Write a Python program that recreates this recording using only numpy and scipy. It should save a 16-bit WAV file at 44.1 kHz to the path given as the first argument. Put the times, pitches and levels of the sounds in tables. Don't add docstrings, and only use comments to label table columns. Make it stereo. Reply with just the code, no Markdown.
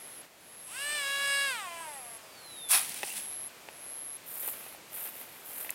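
import sys
import numpy as np
from scipy import signal
from scipy.fft import rfft, irfft, next_fast_len
from scipy.io import wavfile
from scipy.ndimage import map_coordinates

SR = 44100
rng = np.random.default_rng(int(sys.argv[2]) if len(sys.argv) > 2 else 0)


def master(y):
    cut = np.clip(np.atleast_2d(y).T, -1, 1)
    pcm = np.round(cut * 32767)
    wavfile.write(sys.argv[1], SR, pcm.astype(np.int16))


N = 253134
T = np.arange(N) / SR

# frequency in Hz, relative level in dB.
AIR_COLOUR = [(15, -63), (25, -25), (120, -9.5), (200, -7.5), (256, -7), (335, -4), (463, -3), (591, 0),
              (1330, -4), (2220, -5.5), (2480, -5), (2690, -6.5), (10700, -13.5), (14000, -16.5),
              (16000, -21.5)]
# frequency in Hz, likeness from -1 to 1.
AIR_ALIKE = [(60, 0.75), (150, 0.93), (380, -0.019), (950, -0.42), (2380, -0.095), (5980, -0.43),
             (15000, 0.37)]
# end in seconds, full level in dB, rasp relative to tone in dB, left over right in dB.
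PHRASES = [(0.224, -45.5, -3.5, 8), (0.865, -44, -6.5, 7.5), (1.525, -42.5, -8, 7), (2.181, -42.5, -10, 7),
           (2.86, -41.5, -11, 10), (3.486, -37, -19, 17), (4.175, -38.5, -15, 16), (4.757, -48.5, -5, 7)]
# frequency in Hz, relative level in dB.
RASP_COLOUR = [(9000, -63), (10000, -2), (10400, 13), (11200, 6), (11600, 6), (12800, -40)]
RASP_ALIKE = [(10000, 0.35)]
# time in seconds, level in dB before SWITCHING_LIFT_DB is added.
SWITCHING = [(0.6, -78), (0.65, -61), (0.904, -41), (1.16, -55), (1.33, -40.5), (1.73, -66), (1.822, -53),
             (1.912, -65), (1.944, -54), (2.02, -76)]
# time in seconds, blade-pass frequency in Hz.
SPEED = [(0.68, 334.3), (0.698, 357), (0.724, 434.4), (0.75, 494.1), (0.784, 541), (0.822, 567),
         (0.87, 586), (0.95, 598), (0.992, 576.5), (1.04, 554.3), (1.232, 560), (1.45, 558.3),
         (1.498, 536.6), (1.522, 508.6), (1.62, 393.5), (1.676, 352.3), (1.702, 342), (1.818, 330.9),
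         (1.972, 272.2), (2.03, 243.6)]
# multiple of blade pass, relative level in dB.
HARMONICS = [(1, -10.5), (2, -11), (3, 0.5), (4, -7.5), (5, -6.5), (6, -10), (7, -9), (8, -13), (9, -11.5),
             (10, -16), (11, -24), (12, -20.5), (14, -22), (19, -18), (20, -30)]
# frequency in Hz, gain in dB.
RADIATED = [(250, -27), (400, -37), (520, -8), (620, -2), (760, 0), (1100, 0.5), (1350, -5.5), (1650, -1),
            (2400, 1), (4000, -1.5), (4250, -5), (4500, -3.5), (4950, 0), (5300, -7.5), (6200, -5),
            (6700, -2.5)]
# frequency in Hz, relative level in dB.
WASH_COLOUR = [(300, -17), (700, -4.5), (1400, -2), (1950, -8), (2700, 5.5), (4000, -5.5), (5000, 0.5),
               (6300, -4), (8500, 6), (10000, 2.5), (13000, -4), (16000, -10)]
WASH_ALIKE = [(1000, 0.79), (12000, 0.22)]
# frequency in Hz, relative level in dB.
PLOUGH_HISS = [(2940, -35), (5000, -15.5), (7670, -9.5), (10100, 2), (11100, 1.5), (12300, -9),
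               (14500, -11), (15200, -7), (16000, -20)]
PLOUGH_SCRAPE = [(210, -53), (350, -30), (471, -21), (577, -11.5), (758, -4.5), (950, -4.5), (1780, -4.5),
                 (1940, -5), (2130, -6), (2490, 1), (2940, -7.5), (3200, -3), (6000, -8.5), (7800, -45),
                 (13200, -120)]
# frequency in Hz, relative level in dB.
SLIDE_HISS = [(2940, -34), (5000, -14), (7240, -7), (7750, -3.5), (9550, 1.5), (11200, -3), (12000, -7.5),
              (15200, -7), (16000, -12)]
SLIDE_SCRAPE = [(88, -38), (150, -14), (189, -2), (278, -9), (315, -19), (611, -21), (747, -1),
                (1220, -16.5), (1540, -7), (2170, -2), (2650, -1), (3960, -4), (6000, -5.5), (7800, -27),
                (13200, -120)]
# frequency in Hz, likeness.
GRASS_ALIKE = [(60, 0.99), (240, 0.68), (950, 1), (3770, 0.81), (15000, 0.14)]
# frequency in Hz, left over right in dB.
SKID_SIDE = [(700, 1), (2400, -6), (4400, 2), (9000, -0.5), (11000, 5.5), (13000, -10), (16000, 3)]
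# time in
# seconds, relative peak in dB, pitch in Hz, left over right in dB.
SNAPS = [(2.689, -18, 9900, 3), (2.7144, -18, 10350, -7), (2.895, -15, 10900, 2), (2.944, -14, 9466, -3),
         (3.032, -11.5, 4970, 1), (3.1264, -18, 10900, -3), (4.4324, -20, 12300, 8), (4.477, -6, 12100, 6),
         (4.503, -17, 12500, 5), (5.6308, -19, 12500, 6), (5.703, -19, 9000, 6), (5.7054, -7, 10500, 5)]
# time in seconds, relative peak in dB, boost of the two lowest modes in dB, left over right in dB.
KNOCKS = [(2.75, -21, -13, 2), (3.0314, -21, -1.5, -16), (3.0364, -24, 6, 19), (3.687, -30.5, 0, -15),
          (4.479, -32, 7, 6), (4.664, -40, 7, 5), (4.748, -41.5, 23, 1), (5.647, -36, -1, 2),
          (5.6936, -27.5, -21, -8)]
# frequency in Hz, width in Hz, relative level in dB.
KNOCK_MODES = [(377, 210, 6), (850, 185, 7.5), (1920, 220, 6.5), (2570, 120, 11.5), (2754, 330, 3.5),
               (3340, 810, -3), (5100, 1700, -15.5)]
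# start in seconds, length in seconds, swish level in dB, tread level in dB, growth over the sweep in dB.
STEPS = [(4.282, 0.21, -31.5, -48, 8.5), (4.538, 0.19, -50, -56, -6), (4.944, 0.12, -35.5, -49, 1),
         (5.137, 0.078, -41, -51.5, 4), (5.288, 0.12, -51, -58, -0.5), (5.46, 0.16, -34.5, -48, 8),
         (5.645, 0.083, -48, -53, -5.5)]
# frequency in Hz, relative level in dB.
SWISH = [(2940, -49), (5000, -39), (6440, -35), (6960, -17), (7940, -12.5), (9010, -7), (12500, 1),
         (15100, -5), (16000, -11.5)]
TREAD = [(120, -44), (200, -12), (295, -9.5), (343, -23), (384, -8.5), (550, -3), (1030, -7.5),
         (1580, -5.5), (2530, -5.5), (5500, -15.5), (7150, -15), (12100, -120)]
# frequency in Hz, likeness.
STEP_ALIKE = [(300, 0.63), (2000, 0.54), (12000, 0)]

AIR_DB = -48
QUIETER_S, QUIETER_DB, RETURN_S = 0.28, 5.5, 0.44
PHRASE_S = 0.47
SWITCHING_HZ, SWITCHING_LIFT_DB = 8207, 4
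WHINE_START_S, WHINE_END_S, WHINE_HZ, WHINE_HALF_S = 2.132, 2.715, 5754, 0.84
WHINE_DB, APPROACH_DB_PER_S = -42.5, 46
CRUISE_HZ = 559
TONE_DB, WASH_DB = -30, -39
LOW_DB_PER_OCTAVE, HIGH_DB_PER_OCTAVE, WASH_DB_PER_OCTAVE = 9, 19, 12
SLOW_ROUGH_DB_PER_OCTAVE = 2.5
BUILD_DB, BUILD_S = 16, 0.21
CREST_S, CREST_DB, CREST_WIDTH_S = 1.324, 1.5, 0.087
PROP_HALF_S, PROP_GONE_S, PROP_FADE_S = 1.65, 2.536, 0.41
TOUCHDOWN_S, PLOUGH_S, STOP_S = 2.711, 0.037, 3.18
PLOUGH_HISS_DB, PLOUGH_SCRAPE_DB, SLIDE_HISS_DB, SLIDE_SCRAPE_DB = -20.5, -27, -37.5, -45.5
STEP_RISE_DB_PER_S, STEP_FALL_DB_PER_S, STEP_SIDE_DB = 420, 184, 8.5
TOP_HZ = 15950


def amp(db):
    return 10 ** (np.asarray(db) / 20)


def unit(x):
    return x / np.sqrt(np.mean(x ** 2) + 1e-20)


def along(points, hz):
    f, v = np.transpose(points)
    return np.interp(np.log(hz + 1), np.log(f + 1), v)


def curves(rows):
    s, *cols = np.transpose(rows)
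    return [np.interp(T, s, c) for c in cols]


def during(rows):
    outside = np.minimum(T - rows[0][0], rows[-1][0] - T)
    return np.clip(1 + outside / .02, 0, 1)


def wobble(rate):
    knots = rng.standard_normal(int(N * rate / SR) + 4)
    return map_coordinates(knots, [T * rate])


def turns_of(hz):
    return 2 * np.pi * np.cumsum(hz) / SR


def swell(start, length, growth_db, rise_db_per_s, fall_db_per_s):
    held = np.clip((T - start) / length, 0, 1)
    before = np.maximum(start - T, 0)
    after = np.maximum(T - start - length, 0)
    return amp(growth_db * (held - 1) - rise_db_per_s * before - fall_db_per_s * after)


def coasting(start, half_s):
    return 1 / (1 + np.maximum(T - start, 0) / half_s)


def panned(x, balance_db):
    g = np.array([amp(balance_db / 2), amp(-balance_db / 2)]).reshape(2, -1)
    return x * g / np.sqrt(np.mean(g ** 2, axis=0))


def filtered(x, response):
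    m = next_fast_len(N + SR // 4)
    hz = np.fft.rfftfreq(m, 1 / SR)
    return irfft(rfft(x, m) * response(hz), m)[..., :N]


def arriving(x, lead_ms):
    sides = np.array([[1], [-1]])
    return filtered(x, lambda hz: np.exp(1j * np.pi * hz * lead_ms / 1000 * sides))


def rush(colour, alike, gate=1):
    def shape(hz):
        turn = np.arccos(np.clip(along(alike, hz), -1, 1)) / 2
        return amp(along(colour, hz)) * np.array([np.cos(turn), np.sin(turn)])

    mid, side = filtered(gate * rng.standard_normal((2, N)), shape)
    return unit(np.array([mid + side, mid - side]))


def grains(rate, spread_db, life):
    cracks = rng.random(N) < rate / SR
    size = amp(spread_db * np.clip(rng.standard_normal(N), -2, 2))
    energy = signal.lfilter([1], [1, -np.exp(-1 / (life * SR))], cracks * size ** 2)
    return np.sqrt(energy)


def field():
    quieter = np.interp(T, [QUIETER_S - .03, QUIETER_S, QUIETER_S + RETURN_S], [0, 1, 0])
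    level_db = AIR_DB - QUIETER_DB * quieter + 0.45 * wobble(6.6)
    return amp(level_db) * rush(AIR_COLOUR, AIR_ALIKE)


def cricket(stroke_hz=141.7, wing_hz=11150, sag_hz=1150, swell_db=17, swell_time=0.28):
    strokes = np.cumsum(stroke_hz * (1 + .01 * wobble(25))) / SR
    index, u = strokes.astype(int), strokes % 1
    chance = rng.standard_normal((2000, 3))[index]
    hz = wing_hz + 16 * chance[:, 0] + 25 * wobble(900) - sag_hz * u ** 4
    phase = turns_of(hz) + 0.5 * chance[:, 1]
    stroke = np.sin(np.pi * u) ** 2 * amp(0.71 * chance[:, 2])
    tone = unit(stroke * np.sin(phase))
    trailing = np.roll(stroke, SR // 500)
    rasp = rush(RASP_COLOUR, RASP_ALIKE, trailing + 0.27)
    out = np.zeros((2, N))
    for end, db, rasp_db, balance_db in PHRASES:
        start = end - PHRASE_S
        rising = np.clip(1 - (T - start) / swell_time, 0, 1)
        gate = np.clip(np.minimum(T - start, end - T) / 0.0077, 0, 1)
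        level = gate * amp(db - swell_db * rising ** 2)
        out += panned((tone + amp(rasp_db) * rasp) * level, balance_db)
    return arriving(out, lead_ms=0.06)


def motor():
    switching_level = amp(curves(SWITCHING)[0] + SWITCHING_LIFT_DB) * during(SWITCHING)
    switching = switching_level * np.sin(2 * np.pi * SWITCHING_HZ * T)
    hz = WHINE_HZ * coasting(WHINE_START_S, WHINE_HALF_S) * (1 + 0.0021 * wobble(83))
    glide_s = WHINE_END_S - WHINE_START_S
    nearing = swell(WHINE_START_S, glide_s, APPROACH_DB_PER_S * glide_s, rise_db_per_s=202, fall_db_per_s=900)
    whine = amp(WHINE_DB + 2.2 * wobble(34.85)) * nearing * np.sin(turns_of(hz))
    return panned(switching, -1.1) + panned(whine, -1.2)


def propeller(scatter=1.0, balance_db=-3.0):
    throttle_on, coast_start = SPEED[0][0], SPEED[-1][0]
    hz = curves(SPEED)[0] * coasting(coast_start, PROP_HALF_S)
    octaves = np.log2(hz / CRUISE_HZ)
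    fade_in = np.clip((T - throttle_on) / 0.022 + 1, 0, 1)
    fade_out = np.clip((PROP_GONE_S - T) / PROP_FADE_S, 0, 1)
    lag_db = BUILD_DB * np.exp(-np.maximum(T - throttle_on, 0) / BUILD_S)
    crest_db = CREST_DB * np.exp(-.5 * ((T - CREST_S) / CREST_WIDTH_S) ** 2)
    phase = turns_of(hz * (1 + 0.000934 * wobble(58.6) + 0.0019 * wobble(500)))
    tone = np.zeros(N)
    for k, db in HARMONICS:
        k = round(k)
        growth = LOW_DB_PER_OCTAVE if k < 3 else HIGH_DB_PER_OCTAVE
        level_db = TONE_DB + db - lag_db + crest_db + octaves * growth
        flutter_db = np.sqrt(k) * (0.62 * wobble(11) + 0.45 * wobble(120))
        flutter_db += SLOW_ROUGH_DB_PER_OCTAVE * octaves * wobble(90)
        drift = scatter * wobble(2.2) * k / (k + 4)
        gain = amp(level_db + flutter_db + along(RADIATED, k * hz))
        tone += gain * np.sin(k * phase + drift)
    tone *= 1 + .07 * np.cos(phase / 2) + .05 * wobble(700)
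    wash_db = WASH_DB + WASH_DB_PER_OCTAVE * octaves - 0.25 * lag_db
    chopping = 1 + 0.26 * np.cos(phase)
    wash = amp(wash_db) * rush(WASH_COLOUR, WASH_ALIKE, chopping)
    return arriving(panned(fade_in * fade_out * (tone + wash), balance_db), lead_ms=-0.024)


def skid():
    touching = np.clip((T - 2.686) / .002, 0, 1)
    stalks = grains(rate=6000, spread_db=3.5, life=.0005)
    scuffs = grains(rate=4000, spread_db=3, life=.0009)

    bite = swell(TOUCHDOWN_S, PLOUGH_S, growth_db=-0.5, rise_db_per_s=800, fall_db_per_s=173)
    plough = amp(PLOUGH_HISS_DB) * bite * rush(PLOUGH_HISS, GRASS_ALIKE, stalks)
    bite = swell(TOUCHDOWN_S, PLOUGH_S, growth_db=5, rise_db_per_s=800, fall_db_per_s=200)
    plough += amp(PLOUGH_SCRAPE_DB) * bite * rush(PLOUGH_SCRAPE, GRASS_ALIKE, scuffs)

    start = TOUCHDOWN_S + PLOUGH_S
    drag = swell(start, STOP_S - start, growth_db=7.5, rise_db_per_s=500, fall_db_per_s=111)
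    slide = amp(SLIDE_HISS_DB) * drag * rush(SLIDE_HISS, GRASS_ALIKE, stalks)
    drag = swell(start, STOP_S - start, growth_db=2.5, rise_db_per_s=500, fall_db_per_s=71)
    slide += amp(SLIDE_SCRAPE_DB) * drag * rush(SLIDE_SCRAPE, GRASS_ALIKE, scuffs)
    slide *= amp(1.7 * wobble(35))
    return filtered(touching * (plough + slide), lambda hz: panned(1, along(SKID_SIDE, hz)))


def snaps(width=0.22):
    out, t = np.zeros((2, N + SR)), np.arange(1024) / SR
    f = np.fft.rfftfreq(len(t), 1 / SR)
    fade = amp(-60 * t / .0045)
    for s, db, hz, balance_db in SNAPS:
        band = np.exp(-.5 * (np.log((f + 1) / hz) / width) ** 2) + 0.064 * f / hz
        burst = irfft(rfft(rng.standard_normal((2, len(t)))) * band) * fade
        burst *= amp(db - 3) / np.abs(burst).max()
        out[:, round(s * SR):][:, :len(t)] += panned(burst, balance_db)
    return filtered(out[:, :N], lambda hz: hz ** 2 / (hz ** 2 + 3000 ** 2))


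def knocks(rattle_db=-24, lowest_hz=230):
    out, t = np.zeros((2, N + SR)), np.arange(4096) / SR
    f = np.fft.rfftfreq(len(t), 1 / SR)
    fade = amp(-60 * t / .018)
    no_bass = (1j * f / (lowest_hz + 1j * f)) ** 2
    for s, db, thump_db, balance_db in KNOCKS:
        body = 0
        for k, (centre, width, level) in enumerate(KNOCK_MODES):
            mode = 1j * f * width / (centre * centre - f * f + 1j * f * width)
            body = body + (-1) ** k * amp(level + thump_db * (k < 2)) * mode
        blow = (t == 0) + amp(rattle_db) * fade * rng.standard_normal((2, len(t)))
        ring = irfft(rfft(blow) * body * no_bass)
        ring *= amp(db + 2.0) / np.abs(ring).max()
        out[:, round(s * SR):][:, :len(t)] += panned(ring, balance_db)
    return out[:, :N]


def squeak(at=3.112, length=0.011, squeak_hz=2770, level_db=-43):
    slip = np.exp(-.5 * ((T - at) / length) ** 2)
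    phase = turns_of(squeak_hz * (1 + 0.032 * wobble(700)))
    return panned(amp(level_db + 4.6 * wobble(400)) * slip * np.sin(phase), 0)


def steps():
    swish, tread = np.zeros((2, N))
    for start, length, swish_db, tread_db, growth_db in STEPS:
        sweep = swell(start, length, growth_db, STEP_RISE_DB_PER_S, STEP_FALL_DB_PER_S)
        swish = np.maximum(swish, amp(swish_db) * sweep)
        tread = np.maximum(tread, amp(tread_db) * sweep)
    blades = grains(rate=3500, spread_db=4, life=.0006)
    stems = grains(rate=800, spread_db=3.5, life=.0014)
    tread = tread * amp(1.7 * wobble(45))
    brushing = swish * rush(SWISH, STEP_ALIKE, blades)
    crushing = tread * rush(TREAD, STEP_ALIKE, stems)
    return panned(brushing, STEP_SIDE_DB) + panned(crushing, 0.92)


def scene():
    flight = motor() + propeller()
    landing = skid() + snaps() + knocks() + squeak()
    return field() + cricket() + flight + landing + steps()


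def record(dry):
    return filtered(dry, lambda hz: hz < TOP_HZ)


dry = scene()
out = record(dry)
master(out)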